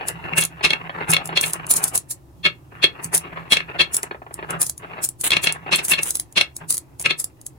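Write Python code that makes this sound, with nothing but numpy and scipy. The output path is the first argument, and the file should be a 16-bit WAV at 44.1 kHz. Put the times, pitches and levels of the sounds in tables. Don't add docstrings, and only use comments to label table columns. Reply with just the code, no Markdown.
import sys
import numpy as np
from scipy import signal
from scipy.fft import rfft, irfft, next_fast_len
from scipy.io import wavfile
from scipy.ndimage import uniform_filter1d, map_coordinates

SR = 44100
rng = np.random.default_rng(int(sys.argv[2]) if len(sys.argv) > 2 else 0)


def master_out(mix):
    frames = np.transpose(np.atleast_2d(mix))
    ceiling = np.clip(frames, -1, 1)
    pcm = np.round(ceiling * 32767).astype(np.int16)
    wavfile.write(sys.argv[1], SR, pcm)


N = 334267


def amp(db):
    return 10 ** (np.asarray(db) / 20)


def unit(x):
    return x / np.sqrt(np.mean(x ** 2) + 1e-20)


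def along(points, hz):
    f, v = np.transpose(points)
    return np.interp(np.log(hz + 1), np.log(f), v)


def grid():
    return np.fft.rfftfreq(2 * next_fast_len(N // 2 + SR // 4), 1 / SR)


def filtered(x, response):
    size = 2 * (len(response) - 1)
    return irfft(rfft(x, size) * response)[..., :N]


def colour(points):
    gain = unit(amp(along(points, grid())))
    cepstrum = irfft(np.log(gain))
    half = len(cepstrum) // 2
    folded = np.r_[cepstrum[0], 2 * cepstrum[1:half], cepstrum[half]]
    return np.exp(rfft(folded, 2 * half))


def resonances(modes):
    f = grid()
    h = 0
    for k, (hz, width, db) in enumerate(modes):
        damping = 1j * f * width
        h = h + (-1) ** k * amp(db) * damping / (hz * hz - f * f + damping)
    return h / np.sqrt(np.mean(abs(h) ** 2))


# frequency in Hz, left-right coherence from 0 to 1.
COHERENCE = [(100, .85), (350, 0.67), (900, 0.12), (3000, 0.063), (10000, 0.28)]


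def spread(pair):
    turn = np.arccos(np.clip(along(COHERENCE, grid()), 0, 1)) / 2
    mid = filtered(pair[0], np.cos(turn))
    side = filtered(pair[1], np.sin(turn))
    return np.array([mid + side, mid - side])


def wandering(x, depth_db, size, steady_hz=1500):
    hz, _, z = signal.stft(x, SR, nperseg=512)
    field = uniform_filter1d(rng.standard_normal(z.shape[-2:]), size, axis=0)
    field = uniform_filter1d(field, size=16, axis=1)
    upper_share = (hz / (hz + steady_hz))[:, None]
    drift_db = depth_db * upper_share * np.tanh(unit(field))
    return signal.istft(z * unit(amp(drift_db)), nperseg=512)[1][..., :N]


def swells(table):
    t = np.arange(N) / SR
    power = np.zeros(N)
    for s, half_s, db in table:
        near = slice(*np.searchsorted(t, [s - 4 * half_s, s + 4 * half_s]))
        power[near] += amp(db) ** 2 * np.exp(-((t[near] - s) / half_s) ** 2)
    return power


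def blows(table, fall_s, spike_db):
    t = np.arange(SR // 4) / SR
    force = np.zeros(N + SR)
    for s, db, bright_hz in table:
        shudder = np.exp(-t / fall_s) * rng.standard_normal(len(t))
        push = amp(spike_db) * (t == 0)
        softness = signal.butter(2, min(bright_hz, SR / 2 - 1), fs=SR)
        force[int(s * SR):][:len(t)] += amp(db) * signal.lfilter(*softness, shudder + push)
    return force[:N]


def contacts(table, scatter_s, scatter_db, rise_s, fall_s, onset_s):
    lead = SR // 20
    t = np.arange(-lead, 2 * lead) / SR
    spikes, haze = np.zeros(N), np.zeros((2, N + SR))
    scatter = unit((t > 0) * np.exp(-abs(t) / scatter_s)) * amp(scatter_db)
    swell = unit(np.exp(np.where(t < 0, t / rise_s - (t / onset_s) ** 4, -t / fall_s)))
    for s, crisp_db, blur_db in table:
        i = int(s * SR)
        spikes[i] = amp(crisp_db)
        envelope = np.hypot(amp(crisp_db) * scatter, amp(blur_db) * swell) / np.sqrt(len(t))
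        haze[:, i:i + len(t)] += envelope * rng.standard_normal((2, len(t)))
    return np.sqrt(SR / 100) * (spikes + spread(haze[:, lead:lead + N]))


# frequency in Hz, relative density in dB per Hz.
AIR_SPECTRUM = [(20, -12.5), (45, -22), (68, 6), (95, -5), (128, 7), (190, -14.5), (340, -3.5), (430, -16),
                (950, -18), (1600, -35), (16000, -37)]


def air():
    return amp(-48.0) * filtered(spread(rng.standard_normal((2, N))), colour(AIR_SPECTRUM))


# frequency in Hz, time to fall by 60 dB in seconds.
ROOM_DECAY = [(150, 0.3), (700, 0.2), (4500, 0.13), (12000, 0.081)]


def room(x):
    hz, t, z = signal.stft(rng.standard_normal((2, SR // 2)), SR, nperseg=256)
    decay = amp(-60 * t / along(ROOM_DECAY, hz)[:, None])
    tail = signal.istft(z * decay, SR, nperseg=256)[1]
    tail = tail / np.linalg.norm(tail[0])
    tail = np.pad(tail, ((0, 0), (SR // 200, 0)))
    return signal.fftconvolve(x, tail, axes=1)[:, :N]


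# start in seconds, length in seconds, relative rattle level in dB.
RUN_TABLE = [(-0.08, 0.53, -35.5), (0.48, 0.18, -45.5), (0.624, 0.25, -38.5), (0.902, 0.98, -37),
             (2.7, 1.375, -44), (4.338, .3, -39.5), (4.79, 0.25, -38), (5.233, 0.84, -42)]
RUN_ATTACK_S, RUN_RELEASE_S = 0.038, 0.0082
# centre in seconds, half length in seconds, relative rattle level in dB.
BEND_SWELLS = [(0.252, 0.012, -27), (1.005, 0.034, -32), (1.09, 0.017, -28.5), (1.63, 0.018, -36.5),
               (1.945, 0.017, -27), (2.775, 0.035, -45), (3.02, 0.032, -36), (3.149, 0.013, -25),
               (3.262, 0.013, -34), (3.335, 0.008, -31), (3.398, 0.02, -31), (3.7, 0.017, -33.5),
               (3.757, 0.019, -34.5), (4.535, .028, -26.5), (5.7, 0.026, -32.5), (6.622, 0.018, -38.5)]
REST_DB = -64.5


def rolling_db():
    t = np.arange(N) / SR
    power = swells(BEND_SWELLS) + amp(REST_DB) ** 2
    for s, length, db in RUN_TABLE:
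        rise = np.clip((t - s) / RUN_ATTACK_S, 0, 1)
        fall = np.exp(-np.maximum(t - s - length, 0) / RUN_RELEASE_S)
        power += (amp(db) * rise * fall) ** 2
    return 10 * np.log10(power)


# frequency in Hz, relative density in dB per Hz.
GRAIN_SPECTRUM = [(120, -31.5), (260, -7), (400, 1), (530, -5.5), (780, 1), (1780, -1.5), (2300, -8.5),
                  (2750, -1), (3200, -19.5), (4200, -25.5), (6000, -50.5)]


def rattle(level_db, dull_hz, bumps_per_s=340, uneven_db=4, smooth_db=0.0, waver_db=7.0,
           brightens=0.084, brisk_db=-35):
    waver = np.tanh(map_coordinates(rng.standard_normal(N), [np.arange(N) * 65 / SR], order=1))
    bump_db = uneven_db * np.clip(rng.standard_normal(N), -2, 1)
    bumps = unit((rng.random(N) < bumps_per_s / SR) * amp(bump_db))
    hiss = amp(smooth_db) * spread(rng.standard_normal((2, N)))
    force = (bumps + hiss) * amp(level_db + waver_db * waver - 2.5)
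    sound = filtered(wandering(force, depth_db=6.5, size=3, steady_hz=500), colour(GRAIN_SPECTRUM))
    body = filtered(sound, 1 / (1 + 1j * grid() / dull_hz))
    treble_gain = amp(brightens * np.minimum(level_db - brisk_db, 0))
    sound = body + (sound - body) * treble_gain
    return sound * amp([[.5], [-.5]])


# frequency in Hz, relative density in dB per Hz.
DRONE_SPECTRUM = [(50, -23), (125, -6.5), (148, -6.5), (163, 4.5), (205, -16), (900, -47)]
DRONE_DB, DRONE_FALL_DB_PER_S = -16, 0.64
# centre in seconds, half length in seconds, relative level in dB.
MURMUR_SWELLS = [(2.39, 0.025, -45), (4.52, 0.048, -42.5)]
# start in seconds, relative level in dB.
THUMP_JOLTS = [(0.245, -29), (0.322, -16.5), (0.378, -25), (1.092, -17.5), (1.942, -26.5), (3.052, -26),
               (5.321, -25), (6.613, -28), (6.998, -28), (7.06, -29)]


def drone(level_db, dull_hz, follows=0.76):
    drone_db = DRONE_DB - DRONE_FALL_DB_PER_S * np.arange(N) / SR
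    rolling_power = amp(follows * level_db + drone_db) ** 2
    bending = spread(rng.standard_normal((2, N))) * np.sqrt(rolling_power + swells(MURMUR_SWELLS))
    jolts = blows([(s, db, dull_hz) for s, db in THUMP_JOLTS], fall_s=0.009, spike_db=22.0)
    return filtered(bending + amp(-5.5) * jolts, colour(DRONE_SPECTRUM))


def rolling(dull_hz=1200):
    level_db = rolling_db()
    return rattle(level_db, dull_hz) + drone(level_db, dull_hz)


# start in seconds, relative level in dB.
TAP_BLOWS = [(0.01, -23), (0.609, -24), (0.895, -21.5), (1.291, -22), (1.327, -22.5), (2.721, -35),
             (4.033, -24.5), (4.111, -23.5), (4.146, -28.5), (4.219, -31), (4.265, -30.5), (4.309, -30.5),
             (4.39, -25.5), (4.427, -26), (4.846, -28.5), (4.934, -26.5), (4.986, -28), (5.664, -26),
             (7.002, -34)]
TAP_HZ, TAP_REF_DB = 4500, -22.5


def taps():
    table = [(s, db, TAP_HZ * amp(db - TAP_REF_DB)) for s, db in TAP_BLOWS]
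    force = blows(table, fall_s=0.0081, spike_db=10.0)
    return filtered(force, amp(0.5) * colour(GRAIN_SPECTRUM) + amp(-12.5) * resonances(PLANK_MODES))


# start in seconds, length in seconds, glass-coloured level in dB, wood-coloured level in dB.
GRAINY_BURSTS = [(1.423, 0.089, -30, -40.5), (5.237, 0.045, -18.5, -25.5), (5.881, .035, -20, -38),
                 (6.056, .045, -26.5, -39), (6.997, 0.033, -29.5, -49)]


def grainy_bursts(ticks_per_s=450, uneven_db=4, edge_s=0.0054):
    t = np.arange(N) / SR
    tick_db = uneven_db * np.clip(rng.standard_normal((2, N)), -2, 2)
    ticks = (rng.random((2, N)) < ticks_per_s / SR) * amp(tick_db)
    grains = spread(unit(unit(ticks) + rng.standard_normal((2, N))))
    glass, wood = np.zeros(N), np.zeros(N)
    for s, length, glass_db, wood_db in GRAINY_BURSTS:
        gate = np.clip(np.minimum(t - s, s + length - t) / edge_s + .5, 0, 1)
        glass += amp(glass_db) * gate
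        wood += amp(wood_db) * gate
    return filtered(grains * glass, colour(GLASS_SPECTRUM)) + filtered(grains * wood, colour(CRACK_SPECTRUM))


# start in seconds, crisp knock in dB, blurred swell in dB,
# dry crack in dB relative to the ring, upper modes in dB over the lower ones.
KNOCK_HITS = [(0.3343, -26, -31, -22.5, -22), (0.3828, -36, -12.5, -11.5, -10),
              (0.4268, -30, -19.5, -4.5, 1.5), (0.65, -23.5, -12.5, 0, -19), (0.662, -21.5, -27, -4.5, -8),
              (0.706, -15.5, -23.5, -7, 4.5), (0.7332, -17.5, -26, -12, -9),
              (1.1343, -18.5, -17, -3.5, -9.5), (1.1443, -20.5, -19.5, -8, 3),
              (1.1664, -15, -24.5, -9.5, 2.5), (1.3743, -12.5, -12.5, -7.5, 6),
              (1.4382, -22.5, -21.5, -9.5, -4), (2.452, -14.5, -16.5, -18, 7.5),
              (2.462, -15.5, -8.5, -20, 0.5), (2.8409, -12.5, -6.5, -13, 3.5), (3.5223, -11.5, -15, -8, 3),
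              (3.5323, -21.5, -17.5, 4.5, 10), (3.5697, -17, -23.5, -6, -5),
              (3.604, -26, -24, -19.5, -10.5), (3.806, -20, -6, -17.5, 2), (3.8152, -18, -15.5, -7.5, 6.5),
              (5.3063, -24.5, -48, 3, 11), (5.3184, -14, -28.5, -7.5, 5), (5.333, -21.5, -12.5, -8, -1),
              (5.3681, -14, -20, -8.5, -4), (5.4417, -22, -20, -15.5, -2), (5.472, -17, -18, -3, -4.5),
              (5.495, -37.5, -18, -14, -4.5), (5.732, -22.5, -11.5, -3.5, -1), (5.7477, -23, -15.5, -7, 3),
              (5.7913, -38, -22.5, -1.5, -14.5), (5.919, -19.5, -16, -7, -14),
              (5.9362, -17.5, -15, -9.5, 1.5), (5.99, -23.5, -20, -9, -23.5), (6.378, -17, -9, -5, 4),
              (6.4115, -15, -20.5, -1, -1.5), (7.06, -15, -16, -7.5, -10.5), (7.1084, -16, -14, -15.5, 2)]
# frequency in Hz, width in Hz, relative level in dB.
PLANK_MODES = [(161.5, 34, -10), (377, 65, -9.5), (578, 98, -13), (1140, 190, -12), (1324, 78, -9.5),
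               (1722, 150, -6.5), (2190, 45, 2), (2493, 230, -1.5), (2720, 140, 5.5), (2837, 130, -2.5),
               (3301, 65, 3.5), (3684, 230, -8.5), (3920, 200, -13), (4263, 83, -1)]
# frequency in Hz, relative density in dB per Hz.
CRACK_SPECTRUM = [(50, -9.5), (200, -6), (1500, -1.5), (2800, 4.5), (4250, 4.5), (4680, -8.5), (5000, 0),
                  (7000, -9), (10000, -7), (11500, -20.5), (16000, -26)]
UPPER_HZ = 3050


def knocks():
    s, crisp, blur, hard, tilt = np.transpose(KNOCK_HITS)

    def strike(db):
        return contacts(zip(s, crisp + db, blur + db), scatter_s=0.004, scatter_db=-3.5,
                        rise_s=0.013, fall_s=0.011, onset_s=0.019)

    lower_db = -10 * np.log10((1 + amp(tilt) ** 2) / 2)
    lower, upper, crack = strike(lower_db), strike(lower_db + tilt), strike(hard)
    ring = upper + filtered(lower - upper, 1 / (1 + (grid() / UPPER_HZ) ** 50))
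    wood = filtered(wandering(ring, depth_db=2.5, size=3), resonances(PLANK_MODES))
    wood = wood + filtered(crack, colour(CRACK_SPECTRUM))
    return wood * amp([[.6], [-.6]])


# start in seconds, crisp click in dB, blurred swell in dB, both before the gain in clicks().
CLICK_HITS = [(0.085, -19, -19), (0.383, -17, -8.5), (0.4113, -17, -13), (0.4217, -23, -23),
              (0.4377, -19, -29.5), (0.4517, -17.5, -28), (1.1062, -22.5, -10.5), (1.1166, -16, -21.5),
              (1.1366, -16, -29.5), (1.2573, -28, -33), (1.2746, -31, -50.5), (1.412, -12.5, -27),
              (1.432, -24.5, -30.5), (1.4619, -25.5, -21), (1.4803, -28, -39), (1.5342, -16.5, -26),
              (1.6674, -30, -51.5), (1.712, -9, -4.5), (1.739, -16, -19.5), (1.7675, -23.5, -9.5),
              (1.8405, -11, -14.5), (1.8809, -27.5, -21), (1.9563, -17.5, -11.5), (1.9772, -14, -36.5),
              (2.1124, -27.5, -17.5), (3.0448, -26, -21.5), (3.1495, -32, -6), (3.172, -21.5, -25),
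              (3.1788, -17.5, -27), (3.5237, -26, -14.5), (3.9457, -19, -12.5), (3.9675, -13, -29),
              (4.0315, -20.5, -34), (4.3418, -27.5, -40.5), (4.5065, -25, -35.5), (4.6167, -11.5, -13.5),
              (4.6297, -19, -18), (4.6446, -30.5, -39), (4.6666, -24, -20), (4.697, -17, -29),
              (4.7793, -32.5, -46), (5.041, -28.5, -11), (5.0495, -18, -22.5), (5.0896, -21.5, -44),
              (5.2124, -22, -22.5), (5.3066, -22, -43), (5.4403, -42.5, -12), (5.5246, -21, -47),
              (5.7601, -16.5, -17.5), (5.8504, -21.5, -15), (5.9163, -17, -11.5), (6.033, -17, -19),
              (6.1073, -15, -20.5), (6.1547, -14.5, -19.5), (6.1705, -25.5, -39), (6.1986, -17, -25.5),
              (6.3257, -39.5, -53.5), (6.5663, -26, -34.5), (6.706, -16.5, -10.5), (6.7257, -19, -37),
              (6.744, -24.5, -17), (6.77, -23, -34.5), (6.7798, -20, -40), (6.9973, -26.5, -43),
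              (7.2008, -24.5, -15), (7.2432, -19.5, -51), (7.4146, -39, -51.5), (7.4657, -26, -38)]
# frequency in Hz, relative density in dB per Hz.
GLASS_SPECTRUM = [(60, -29.5), (160, -14.5), (1500, -19.5), (2600, -22), (5600, -10.5), (7800, -1.5),
                  (9000, 0.5), (10000, 3.5), (11500, -9), (13300, -7.5), (16000, -12.5)]


def clicks():
    force = contacts(CLICK_HITS, scatter_s=0.0034, scatter_db=-3.0, rise_s=0.0082, fall_s=0.011, onset_s=0.028)
    return amp(-3.5) * filtered(wandering(force, depth_db=7.0, size=3), colour(GLASS_SPECTRUM))


# frequency in Hz, phase in radians by which the left leads.
ARRIVAL_PHASE = [(0, -0.5), (1290, 2.5), (2150, 5.5), (3010, 11), (3270, 6.5), (5430, 8), (7750, 4.5),
                 (8530, 3), (13600, -3)]


def scene():
    left, right = rolling() + taps() + grainy_bursts() + knocks() + clicks()
    lead = np.interp(grid(), *np.transpose(ARRIVAL_PHASE))
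    track = np.array([filtered(left, np.exp(1j * lead)), right])
    return air() + track + amp(-13.0) * room(track)


def record(dry, top_hz=16000):
    rounded = dry / (1 + dry ** 4) ** (1 / 4)
    return filtered(rounded, 1 / (1 + (grid() / top_hz) ** 150))


dry = scene()
out = record(dry)
master_out(out)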